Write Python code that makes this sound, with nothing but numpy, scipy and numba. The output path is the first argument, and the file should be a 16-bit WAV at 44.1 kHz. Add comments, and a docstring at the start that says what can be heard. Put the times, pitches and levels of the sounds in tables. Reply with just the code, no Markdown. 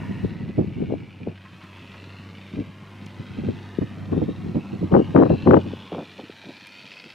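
"""Manure spreading in gusty wind

A six-cylinder diesel tractor pulls a working manure spreader across an open field, some way off.
Periodic firing makes the exhaust hum and the engine clatter; the beaters fling a hissing spray and clods.
Turbulent pressure buffets the two ports of a microphone; late on, its wind filter thins the bass
and narrows all but the high treble to mono."""
import sys
import numpy as np
from scipy import signal
from scipy.fft import rfft, irfft, next_fast_len
from scipy.io import wavfile
from scipy.ndimage import uniform_filter1d, minimum_filter1d, map_coordinates
from numba import njit

SR = 44100
rng = np.random.default_rng(int(sys.argv[2]) if len(sys.argv) > 2 else 0)


def store_wav(level_fs):
    """Save 16-bit WAV to argv[1]."""
    pcm = np.round(np.clip(np.atleast_2d(level_fs), -1, 1) * 32767)
    wavfile.write(sys.argv[1], SR, pcm.T.astype(np.int16))


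N = 314874
T = np.arange(N) / SR
CLOSING_PER_S = .11  # relative rate at which echo lags shrink and clatter bands and notches rise


def undb(db):
    """Logarithmic level: 20 dB is a factor of ten in amplitude."""
    return 10 ** (np.asarray(db) / 20)


def curves(table):
    """Linear interpolation: each column after the time becomes a value per sample."""
    times, *columns = np.transpose(table)
    return [np.interp(T, times, column) for column in columns]


def unit(x):
    """Normalisation to an rms of 1."""
    return x / np.sqrt(np.mean(x ** 2))


def filtered(x, response):
    """Linear filtering: the spectrum is multiplied by a frequency response."""
    size = next_fast_len(x.shape[-1])
    hz = np.maximum(np.fft.rfftfreq(size, 1 / SR), 1)
    return irfft(rfft(x, size) * response(hz), size)[..., :x.shape[-1]]


def colour(x, spectrum):
    """Spectral shaping by (frequency [Hz], relative level [dB]) points, to an rms of 1."""
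    hz, db = np.transpose(spectrum)
    return unit(filtered(x, lambda f: undb(np.interp(np.log(f), np.log(hz), db))))


def noise():
    """White noise: equal mean power per hertz."""
    return rng.standard_normal(N)


def wander(rate_hz, size=N):
    """Low-passed noise: a smooth random fluctuation with an rms of 1."""
    return unit(filtered(rng.standard_normal(size), lambda f: np.exp(-(f / rate_hz) ** 2)))


def spread(mid, side, side_db):
    """Mid-side stereo: the side signal adds on the left and subtracts on the right."""
    return mid + undb(side_db) * side * np.array([[1], [-1]])


def scattered_times(start, length, per_s):
    """Stratified sampling: one random moment in each of a row of equal slots."""
    slots = max(round(length * per_s), 1)
    return start + length * (np.arange(slots) + rng.random(200)[:slots]) / slots


@njit
def band_pass(x, hz, width_hz):
    """Second-order band-pass filter with a moving centre."""
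    out, band_state, low_state = np.empty(len(x)), 0., 0.
    for i in range(len(x)):
        tuning, damping = np.tan(np.pi * hz[i] / SR), width_hz / hz[i]
        band = (band_state + tuning * (x[i] - low_state)) / (1 + tuning * (tuning + damping))
        band_state = 2 * band - band_state
        low_state += 2 * tuning * band
        out[i] = damping * band
    return out


def bursts(rows, octaves, decay_s):
    """Exponential decay of noise bands, one per (time [s], level [dB], centre [Hz]) row."""
    out = 0
    for s, db, hz in rows:
        band = unit(filtered(noise(), lambda f: np.exp(-(np.log2(f / hz) / octaves) ** 2 / 2)))
        out = out + band * undb(db) * (T >= s) * np.exp(-np.abs(T - s) / decay_s)
    return out


def turbulence(hz, corner_hz, slope=3.14, low_hz=125, top_hz=2100):
    """Power-law spectrum: eddy pressure falls above a corner, and the microphone rolls off the bass."""
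    eddy_loss = (1 + (hz / corner_hz) ** (2 * slope)) * (1 + (hz / top_hz) ** 8)
    bass_loss = 1 + (low_hz / hz) ** 4.06
    return 1 / np.sqrt(eddy_loss * bass_loss)


# Breeze between the gusts: (time [s], relative level [dB])
BREEZE_LEVEL = [(0, -38.5), (0.95, -37), (1.1, -54), (1.4, -79), (2.3, -90), (3.0, -66), (3.45, -39.5),
                (3.7, -58.5), (4.15, -36), (4.65, -46), (5.35, -35.5), (5.85, -53), (7.14, -54.5)]
def breeze(corner_hz=203, flutter_db=3):
    """Weak turbulence: light air keeps the pressure fluttering at the ports."""
    eddies = spread(noise(), noise(), side_db=-6) * undb(flutter_db * wander(34))
    pressure = unit(filtered(eddies, lambda f: turbulence(f, corner_hz, slope=3.22)))
    return pressure * undb(curves(BREEZE_LEVEL)[0] + 6)


def puffs(per_s=6.4, length_s=.005, corner_hz=269, scatter_db=2.5, bias_db=11):
    """Advection: small eddies ride on the breeze and strike either port; gives rows for buffets()."""
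    times = scattered_times(0, T[-1], per_s)
    levels_db = np.interp(times, *np.transpose(BREEZE_LEVEL)) + 6
    return [(s, length_s, db + scatter_db * strength, corner_hz, bias_db * np.sign(port))
            for s, db, (strength, port) in zip(times, levels_db, rng.standard_normal((200, 2)))]


# Strong gusts: (time [s], length [s], level [dB], turbulence corner [Hz], nominal left bias [dB])
WIND_GUSTS = [(0.088, 0.024, -25.5, 242, -14), (0.242, 0.012, -21, 254, 15),
              (0.581, 0.027, -16.5, 326, -9.5), (0.8, 0.037, -24, 312, 14), (0.902, 0.044, -29, 380, 13),
              (1.205, 0.085, -33.5, 261, -9), (1.27, 0.025, -28.5, 400, 6), (1.518, 0.041, -44.5, 215, -4),
              (2.541, 0.03, -31, 296, 5), (2.573, 0.039, -26.5, 263, 5), (2.675, 0.023, -39.5, 237, -8),
              (3.02, 0.035, -41.5, 255, 5), (3.199, 0.0081, -29, 235, 8), (3.376, 0.026, -27, 274, -9),
              (3.441, 0.037, -26, 267, -7.5), (3.486, 0.012, -20.5, 308, 19),
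              (3.816, 0.012, -21, 280, -10.5), (4.124, 0.064, -19, 305, 9.5),
              (4.216, 0.011, -16.5, 337, -11), (4.285, 0.014, -23.5, 340, 16.5),
              (4.44, 0.064, -29.5, 250, 10), (4.55, 0.022, -19, 273, -9), (4.731, 0.013, -25.5, 271, -12.5),
              (4.816, 0.03, -20, 274, -10), (4.921, 0.087, -10.5, 469, 10.5),
              (5.087, 0.017, -31.5, 236, -7), (5.152, 0.11, -8, 473, 10.5), (5.302, 0.035, -15, 398, 12.5),
              (5.468, 0.022, -6.5, 456, 7), (5.511, 0.059, -7.5, 524, 10), (5.661, 0.012, -29, 330, 10),
              (5.925, 0.026, -20.5, 420, 13.5), (5.943, 0.082, -24.5, 454, 12.5),
              (6.191, 0.014, -31, 473, 8.5), (6.234, 0.01, -34.5, 364, -6), (6.459, 0.043, -31, 385, -12),
              (7.056, 0.009, -39, 382.5, -10)]
def buffets(gusts, rise_s=.0037, fall_s=.013, sag_s=.085, flap_db=1.7, lee_hz=470, size=16384):
    """Wind shadowing: a gust hits one port first; the port in its lee receives it later and duller."""
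    out = np.zeros((2, N + 2 * size))
    lead = size // 8
    t = (np.arange(size) - lead) / SR
    for s, length, db, corner_hz, bias_db in gusts:
        envelope = np.exp(np.minimum(t, 0) / rise_s - np.maximum(t - length, 0) / fall_s)
        sag_db = 4 * (np.clip(t, 0, length) / sag_s) ** 2
        envelope *= undb(flap_db * wander(55, size) - sag_db)
        shared, *own = rng.standard_normal((3, size)) * envelope
        windward = shared + .22 * own[0]
        lee = filtered(shared + .22 * own[1], lambda f: (1 + 1j * f / lee_hz) ** (-abs(bias_db) / 5))
        ports = np.array([windward, lee])
        spurts = unit(undb(6 * wander(130, size)))  # the smallest eddies are intermittent
        large_eddies = filtered(ports, lambda f: 1 / (1 + (f / 600) ** 4))
        eddies = large_eddies + spurts * (ports - large_eddies)
        low_hz = max(.35 * corner_hz, 125)  # faster air, less boom
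        pressure = unit(filtered(eddies, lambda f: turbulence(f, corner_hz, low_hz=low_hz)))
        pressure *= np.sqrt(np.mean(envelope ** 2)) * undb(db)
        start = int(s * SR)
        out[:, start:start + size] += pressure if bias_db >= 0 else pressure[::-1]
    return out[:, lead:lead + N]


def cracks(per_s=60, hz=700, scatter_db=4, bias_db=6.5):
    """Pressure steps snap at the windward port, harder in stronger gusts; gives rows for pops()."""
    rows = []
    for gust_s, length, gust_db, _, side in WIND_GUSTS:
        span = .7 * length
        times = scattered_times(gust_s, span, per_s)[:round(span * per_s)]
        for s, chance in zip(times, rng.standard_normal(20)):
            rows.append((s, 1.8 * gust_db - 1 + scatter_db * chance, hz, bias_db * np.sign(side)))
    return rows


# The hardest single eddies: (time [s], peak level [dB], pitch [Hz], left minus right [dB])
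EDDY_POPS = [(0.25, -9, 266, 15), (0.59, -16.5, 356, 6), (0.647, -16, 245, 18), (0.827, -12, 269.5, 12),
             (0.909, -23, 480, 9), (0.925, -10, 330, 8), (0.94, -14.5, 420, 12), (1.274, -20, 416, 1.5),
             (3.44, -18, 253, 17), (3.489, -20, 323, 0), (3.789, -6, 252, 11), (4.129, -14.5, 267.4, -13),
             (4.179, -10, 306, 12), (4.22, -15.5, 406, -11), (4.293, -16.5, 292, 1.5),
             (4.559, -19.5, 324, 1), (4.83, -15.5, 326, -12), (4.941, -8, 910, 23),
             (4.966, -4.5, 657, 23.5), (5.151, -1.5, 407, 19), (5.164, -1, 890, 20),
             (5.177, -5.5, 798, 15.5), (5.202, -6, 540, 12), (5.223, -9, 780, 22), (5.236, -6, 760, 20),
             (5.305, -5, 406, 8), (5.476, -5, 684, 15), (5.511, 0, 960, 25), (5.544, 4.5, 776, 23),
             (5.737, -17.5, 327, 7.5), (5.922, -17, 410, -4), (5.949, -22.5, 646, 0), (5.987, -34, 473, 13),
             (6.196, -25, 534, 1), (6.3, -22, 287, -5), (6.443, -30, 450, -12), (6.845, -38.5, 418.7, -1)]
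def pops(rows, octaves=.726, top_hz=1550, size=2048):
    """Impulse response: a sudden pressure step at the ports gives one short band-limited pop."""
    out = np.zeros((2, N + size))
    for s, db, hz, bias_db in rows:
        edges_hz = np.minimum(hz * 2 ** (octaves * np.array([-1, 1])), top_hz)
        pop_filter = signal.butter(4, edges_hz, "band", fs=SR, output="sos")
        pop = signal.sosfilt(pop_filter, signal.unit_impulse(size))
        ports_db = db + np.minimum([bias_db, -bias_db], 0)
        start = max(int(s * SR) - np.abs(pop).argmax(), 0)
        out[:, start:start + size] += np.outer(undb(ports_db), pop / np.abs(pop).max())
    return out[:, :N]


def overload(wind, full_travel=1.1, low_hz=55, muffle_hz=2700):
    """Saturation: strong eddies drive the capsules to the end of their travel, rounding the peaks."""
    rounded = full_travel * np.tanh(wind / full_travel)
    return filtered(rounded, lambda f: 1 / np.sqrt((1 + (f / muffle_hz) ** 8) * (1 + (low_hz / f) ** 4)))


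# Small ticks close by: (time [s], level [dB], pitch [Hz])
NEAR_TICKS = [(3.062, -42.5, 5400), (3.066, -36, 2300), (6.67, -45, 8800)]
def ticks():
    """Transients: noise that decays within milliseconds is heard as a sharp tick."""
    return bursts(NEAR_TICKS, octaves=.42, decay_s=.0016)


# High whine of the drive line: (time [s], level [dB])
WHINE_LEVEL = [(0, -78), (.5, -83), (1.3, -86), (2.0, -80), (2.45, -73), (3.0, -92), (4.1, -78), (5.0, -76),
               (5.7, -77.5), (7.14, -80)]
def whine(hz, db):
    """Amplitude and frequency modulation: a thin drive-line tone swells, fades and wavers."""
    return undb(db + 2 * wander(4)) * np.sin(2 * np.pi * np.cumsum(hz + 3 * wander(10)) / SR)


# Clods knocked off the beaters: (time [s], level [dB])
CLOD_HITS = [(1.451, -48), (1.612, -47), (1.639, -48), (1.771, -47), (1.94, -46)]
# Modes of the struck steel: (frequency [Hz], relative level [dB])
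STEEL_MODES = [(925, -8), (1060, 1.5), (1300, -5)]
def clods():
    """Impact excitation: each clod smacks against steel, whose modes ring briefly."""
    smack = bursts([(s, db, 1400) for s, db in CLOD_HITS], octaves=.81, decay_s=.02)
    modes = [(s, db + mode_db - 8, hz) for s, db in CLOD_HITS for hz, mode_db in STEEL_MODES]
    return smack + bursts(modes, octaves=.03, decay_s=.032)


# Spectrum of the spray: (frequency [Hz], relative level [dB])
SPRAY_SPECTRUM = [(1500, -11), (4000, 9.5), (5600, 7), (6800, 3), (8500, 0), (11500, -4), (15500, -9.5)]
# Hiss of the spray: (time [s], relative level [dB])
SPRAY_LEVEL = [(0, -69.5), (.27, -72), (.36, -76), (1.3, -78.5), (1.65, -73), (2.58, -73), (2.7, -75),
               (2.95, -73), (7.14, -71.5)]
def spray():
    """Broadband noise: the spray off the beaters hisses, partly coherent between the ports."""
    hiss = spread(colour(noise(), SPRAY_SPECTRUM), colour(noise(), SPRAY_SPECTRUM), side_db=-12.5)
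    return hiss * undb(curves(SPRAY_LEVEL)[0] + 6.5)


# Spectrum of the spreader's body: (frequency [Hz], relative level [dB])
BODY_SPECTRUM = [(25, 1), (300, 3.5), (600, 3), (800, -1), (1000, 2.5), (1400, -2), (1900, -2), (2400, -4),
                 (3500, -24.5), (8000, -56.5)]
# Roar of the body: (time [s], relative level [dB])
BODY_LEVEL = [(0, -44), (.2, -49.5), (.85, -61.5), (1.9, -52.5), (2.65, -53.5), (2.9, -50.5), (5.7, -48.5),
              (6.5, -54), (7.14, -53.5)]
def body_roar(envelope, gain_db):
    """Random vibration: the spreader's body roars over a broad band."""
    return colour(noise() * envelope, BODY_SPECTRUM) * undb(curves(BODY_LEVEL)[0] + gain_db)


# Reflections off the rig's steel panels: (initial lag [s], relative gain [1])
PANEL_PATHS = [(.0016, .28), (.0025, .34), (.0037, .34), (.0056, .3), (.009, .26)]
def panel_echoes(x):
    """Comb filtering: close echoes come and go as the panels turn, and their ridges creep upward."""
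    out = x
    for lag_s, gain in PANEL_PATHS:
        lag = lag_s * np.exp(-CLOSING_PER_S * T + .015 * wander(1.5))
        echo = map_coordinates(x, [(T - lag) * SR], order=2)
        out = out + gain * np.tanh(2 * wander(1.1)) * echo
    return out / np.sqrt(1 + sum(gain ** 2 for _, gain in PANEL_PATHS) / 2)


def restless_air(x, depth_db=1, fades_per_s=7, bands=14):
    """Scintillation: moving air over the field makes bands swell and fade independently."""
    centres_hz, out = np.linspace(600, 6000, bands), 0
    knots_s = np.arange(0, T[-1] + 1, 1 / fades_per_s)
    for weights, fades in zip(np.eye(bands), rng.standard_normal((bands, 400))):
        band = filtered(x, lambda f: np.interp(f, centres_hz, weights))
        out = out + band * undb(depth_db * np.interp(T, knots_s, fades[:len(knots_s)]))
    return out


# Bands cancelled by the ground echo: (time [s], half length [s], centre [Hz], width [Hz], depth [0-1])
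GROUND_NOTCHES = [(0.353, 0.3, 3150, 460, 0.7), (2.277, 0.15, 3300, 350, 1), (2.747, 0.069, 2750, 500, 0.1),
                  (4.455, 0.3, 3310, 380, 0.3), (4.505, .35, 2040, 296, 0.4), (6.101, 0.79, 2110, 377, .55),
                  (6.502, .18, 3150, 380, 0.45)]
def ground_echo(x):
    """Destructive interference: the ground echo cuts passing notches that rise as the rig moves."""
    out = x.copy()
    for s, half_s, hz, width_hz, depth in GROUND_NOTCHES:
        near = np.abs(T - s) < 3 * half_s
        t = T[near] - s
        band = band_pass(x[near], hz * np.exp(CLOSING_PER_S * t), float(width_hz))
        out[near] -= depth * np.exp(-(t / half_s) ** 2 / 2) * band
    return out


# Narrow bands of the clatter: (time [s], half length [s], centre [Hz], relative level [dB])
CLATTER_BANDS = [(.08, 0.13, 2750, -55.5), (.194, 0.31, 1890, -54), (.25, 0.14, 3970, -65),
                 (.81, .08, 2790, -57), (.847, 0.2, 2245, -57.5), (1.25, 0.22, 2440, -60),
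                 (1.83, .1, 3320, -61), (1.873, .15, 2600, -57.5), (2.181, 0.061, 2730, -59.5),
                 (2.08, .1, 4076, -61.5), (2.454, .095, 3550, -61), (2.52, .17, 2370, -59),
                 (2.852, 0.15, 1047, -59.5), (3.0, .12, 2190, -64), (3.2, .15, 4880, -73),
                 (3.38, .1, 3930, -71), (3.4, 0.13, 2620, -59.5), (3.79, 0.2, 1830, -58.5),
                 (4.27, 0.13, 2500, -68), (4.277, .1, 3650, -60.5), (4.658, 0.1, 2580, -56),
                 (4.68, 0.082, 3710, -68), (5.03, 0.085, 2820, -53.5), (5.385, 0.069, 2710, -48),
                 (5.39, 0.085, 4100, -57.5), (5.72, 0.23, 2990, -56.5), (5.72, 0.13, 5100, -72),
                 (5.866, 0.11, 3300, -54.5), (6.098, 0.22, 2391, -56.5), (6.112, 0.066, 3980, -61),
                 (6.144, .08, 3360, -58.5), (6.462, 0.15, 3890, -57), (6.6, .15, 5050, -65),
                 (6.85, 0.32, 2505, -50), (6.85, 0.3, 4470, -57), (6.98, .12, 4930, -59.5)]
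def clatter_bands(knock, relative_width=.066):
    """Band-pass filtering: narrow bands of the clatter swell, waver, creep upward and fade."""
    out, drive = np.zeros(N), noise() * knock
    waver = .012 * wander(16)
    for s, half_s, hz, db in CLATTER_BANDS:
        width_hz = relative_width * hz
        near = np.abs(T - s) < 2.5 * half_s
        t = T[near] - s
        centre_hz = hz * np.exp(CLOSING_PER_S * t + waver[near])
        band = band_pass(band_pass(drive[near], centre_hz, width_hz), centre_hz, 2 * width_hz)
        out[near] += unit(band) * np.exp(-(t / half_s) ** 2 / 2) * undb(db + 1.5)
    return out


# Engine speed, sagging and recovering under the beaters' load: (time [s], firing rate [Hz])
FIRING_RATE = [(0, 98.1), (.4, 98.4), (1.2, 96), (2.6, 96.97), (2.9, 99.86), (3.85, 98.43), (4.4, 97.8),
               (4.68, 97.85), (4.9, 95.1), (5.55, 95), (6.15, 95.35), (6.48, 99.14), (6.72, 97.1),
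               (7.14, 97.3)]
def firing_count():
    """Phase is the integral of frequency: the number of firings so far."""
    return np.cumsum(curves(FIRING_RATE)[0]) / SR


def firing_pulses(firings, decay_periods, cylinder_db, scatter_db=1.8):
    """Cyclic variation: each firing gives a pulse; the six cylinders differ and no two turns are alike."""
    index = firings.astype(int)
    pulse_db = np.take(cylinder_db, index, mode="wrap") + scatter_db * rng.standard_normal(1000)[index]
    return unit(undb(pulse_db) * np.exp(-(firings % 1) / decay_periods))


# Blurring of the knocks: (time [s], steady part relative to the pulses' rms [1])
KNOCK_BLUR = [(0, 0.42), (6.3, 0.4), (6.7, 0.15)]
def knock_envelope(firings):
    """Screening: the spreader hides the engine and blurs its knocks, here at constant power."""
    pulses = firing_pulses(firings, decay_periods=.45, cylinder_db=[7.5, 4, 6, 3, 2.5, 4.6])
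    blurred = pulses + curves(KNOCK_BLUR)[0]
    return blurred / np.sqrt(uniform_filter1d(blurred ** 2, SR // 8))


# Spectrum of the diesel clatter: (frequency [Hz], relative level [dB])
CLATTER_SPECTRUM = [(900, -17), (1600, -3), (2000, -4), (2400, -2), (2800, -1), (3150, -3), (3800, -12),
                    (5000, -19), (7000, -41.5), (14000, -50)]
# Spectrum of its sharp edge: (frequency [Hz], relative level [dB])
EDGE_SPECTRUM = [(2000, -36), (3100, -5.5), (3600, 0), (4200, -4), (4900, -13.5), (6000, -15.5),
                 (8000, -24.5), (14000, -52.5)]
# Diesel knock: (time [s], relative clatter level [dB], relative edge level [dB])
KNOCK_LEVELS = [(0.0, -51.5, -73), (0.27, -51.5, -65), (0.4, -52, -64), (1.2, -56, -67), (1.9, -51, -59),
                (2.55, -51.5, -59.5), (2.72, -54, -64), (3.55, -53, -54), (3.9, -53.5, -61.5),
                (4.8, -56.5, -58.5), (5.4, -51.5, -54.5), (6.3, -49.5, -54.5), (6.8, -48.5, -51),
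                (7.14, -49, -54)]
def machinery(knock, air_hz=7000):
    """Multipath propagation: engine clatter and the spreader's roar arrive both direct and scattered."""
    clatter_db, edge_db = curves(KNOCK_LEVELS)
    clatter = colour(noise() * knock, CLATTER_SPECTRUM) * undb(clatter_db - 1.5)
    edge = colour(noise() * knock, EDGE_SPECTRUM) * undb(edge_db - 4)
    radiated = clatter + edge + body_roar(1 + .21 * knock, gain_db=.5)
    direct = ground_echo(restless_air(panel_echoes(radiated))) + clatter_bands(knock)
    direct = filtered(direct, lambda f: 1 / np.sqrt(1 + (f / air_hz) ** 8))  # distance dulls the knocks
    scattered = colour(noise(), CLATTER_SPECTRUM) * undb(clatter_db - 2) + body_roar(1, gain_db=4.5)
    return spread(direct, scattered, side_db=-19.5)


# Exhaust tones: (multiple of the firing rate [1], relative level [dB])
EXHAUST_ORDERS = [(1, 1), (1.5, -22.5), (2, -4.5), (2.5, -12.5), (3, -17), (3.5, -17), (5.5, -23)]
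# Spectrum of the exhaust rumble: (frequency [Hz], relative level [dB])
RUMBLE_SPECTRUM = [(15, -73), (30, -48.5), (60, -29.5), (85, -3.5), (140, 11), (230, 6.5), (350, -1),
                   (550, -16.5), (900, -8), (2000, -55.5)]
# Exhaust hum: (time [s], relative level [dB])
EXHAUST_LEVEL = [(0, -40.5), (1.3, -46), (1.45, -52.5), (1.8, -46), (2.3, -45.5), (3.7, -44), (4.4, -42.5),
                 (5.6, -33), (6.05, -45.5), (7.14, -62)]
def exhaust(firings, waver_db=2.3):
    """Periodic excitation: firing tones sound over a dull rumble that throbs once per engine cycle."""
    tones = sum(undb(db + waver_db * wander(4.6)) * np.sin(2 * np.pi * (order * firings + rng.random()))
                for order, db in EXHAUST_ORDERS)
    throb = firing_pulses(firings, decay_periods=.89, cylinder_db=[-3, -2.5, -10.5, 3.5, 4, 1.5])
    rumble = filtered(colour(noise() * throb, RUMBLE_SPECTRUM), lambda f: 1 / (1 + (f / 2500) ** 4))
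    return undb(curves(EXHAUST_LEVEL)[0]) * (undb(1.6) * unit(tones) + undb(-2) * rumble)


def scene():
    """Superposition: the rig out on the field adds to the wind at the microphone."""
    firings = firing_count()
    high_whine = whine(hz=5561, db=curves(WHINE_LEVEL)[0])
    gear_whine = whine(hz=1244, db=-71)
    near_ticks = ticks()
    rig = exhaust(firings) + machinery(knock_envelope(firings)) + spray() + clods()
    wind = breeze() + pops(list(EDDY_POPS) + cracks()) + buffets(list(WIND_GUSTS) + puffs())
    return overload(wind) + near_ticks + high_whine + gear_whine + rig


def record(dry, cut_hz=430, mono_hz=6500, switch_s=5.78, fade_s=.11, ceiling=.94, top_hz=15650):
    """Filtering and limiting: the wind filter fades in, the hardest peaks are held and the top is cut."""
    mid, side = (dry[0] + dry[1]) / 2, (dry[0] - dry[1]) / 2
    thin_mid = filtered(mid, lambda f: 1 / np.sqrt(1 + (cut_hz / f) ** 2))
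    treble_side = filtered(side, lambda f: 1 / (1 + (mono_hz / f) ** 4))
    sheltered = spread(thin_mid, treble_side, side_db=7)
    fade = np.clip((T - switch_s) / fade_s + .5, 0, 1)
    mix = dry + fade * (sheltered - dry)
    hold = SR // 50
    needed_gain = ceiling / np.maximum(np.abs(mix).max(axis=0), ceiling)
    gain = uniform_filter1d(minimum_filter1d(needed_gain, hold), hold)
    return signal.sosfilt(signal.ellip(10, .1, 80, top_hz, fs=SR, output="sos"), mix * gain)


dry = scene()
out = record(dry)
store_wav(out)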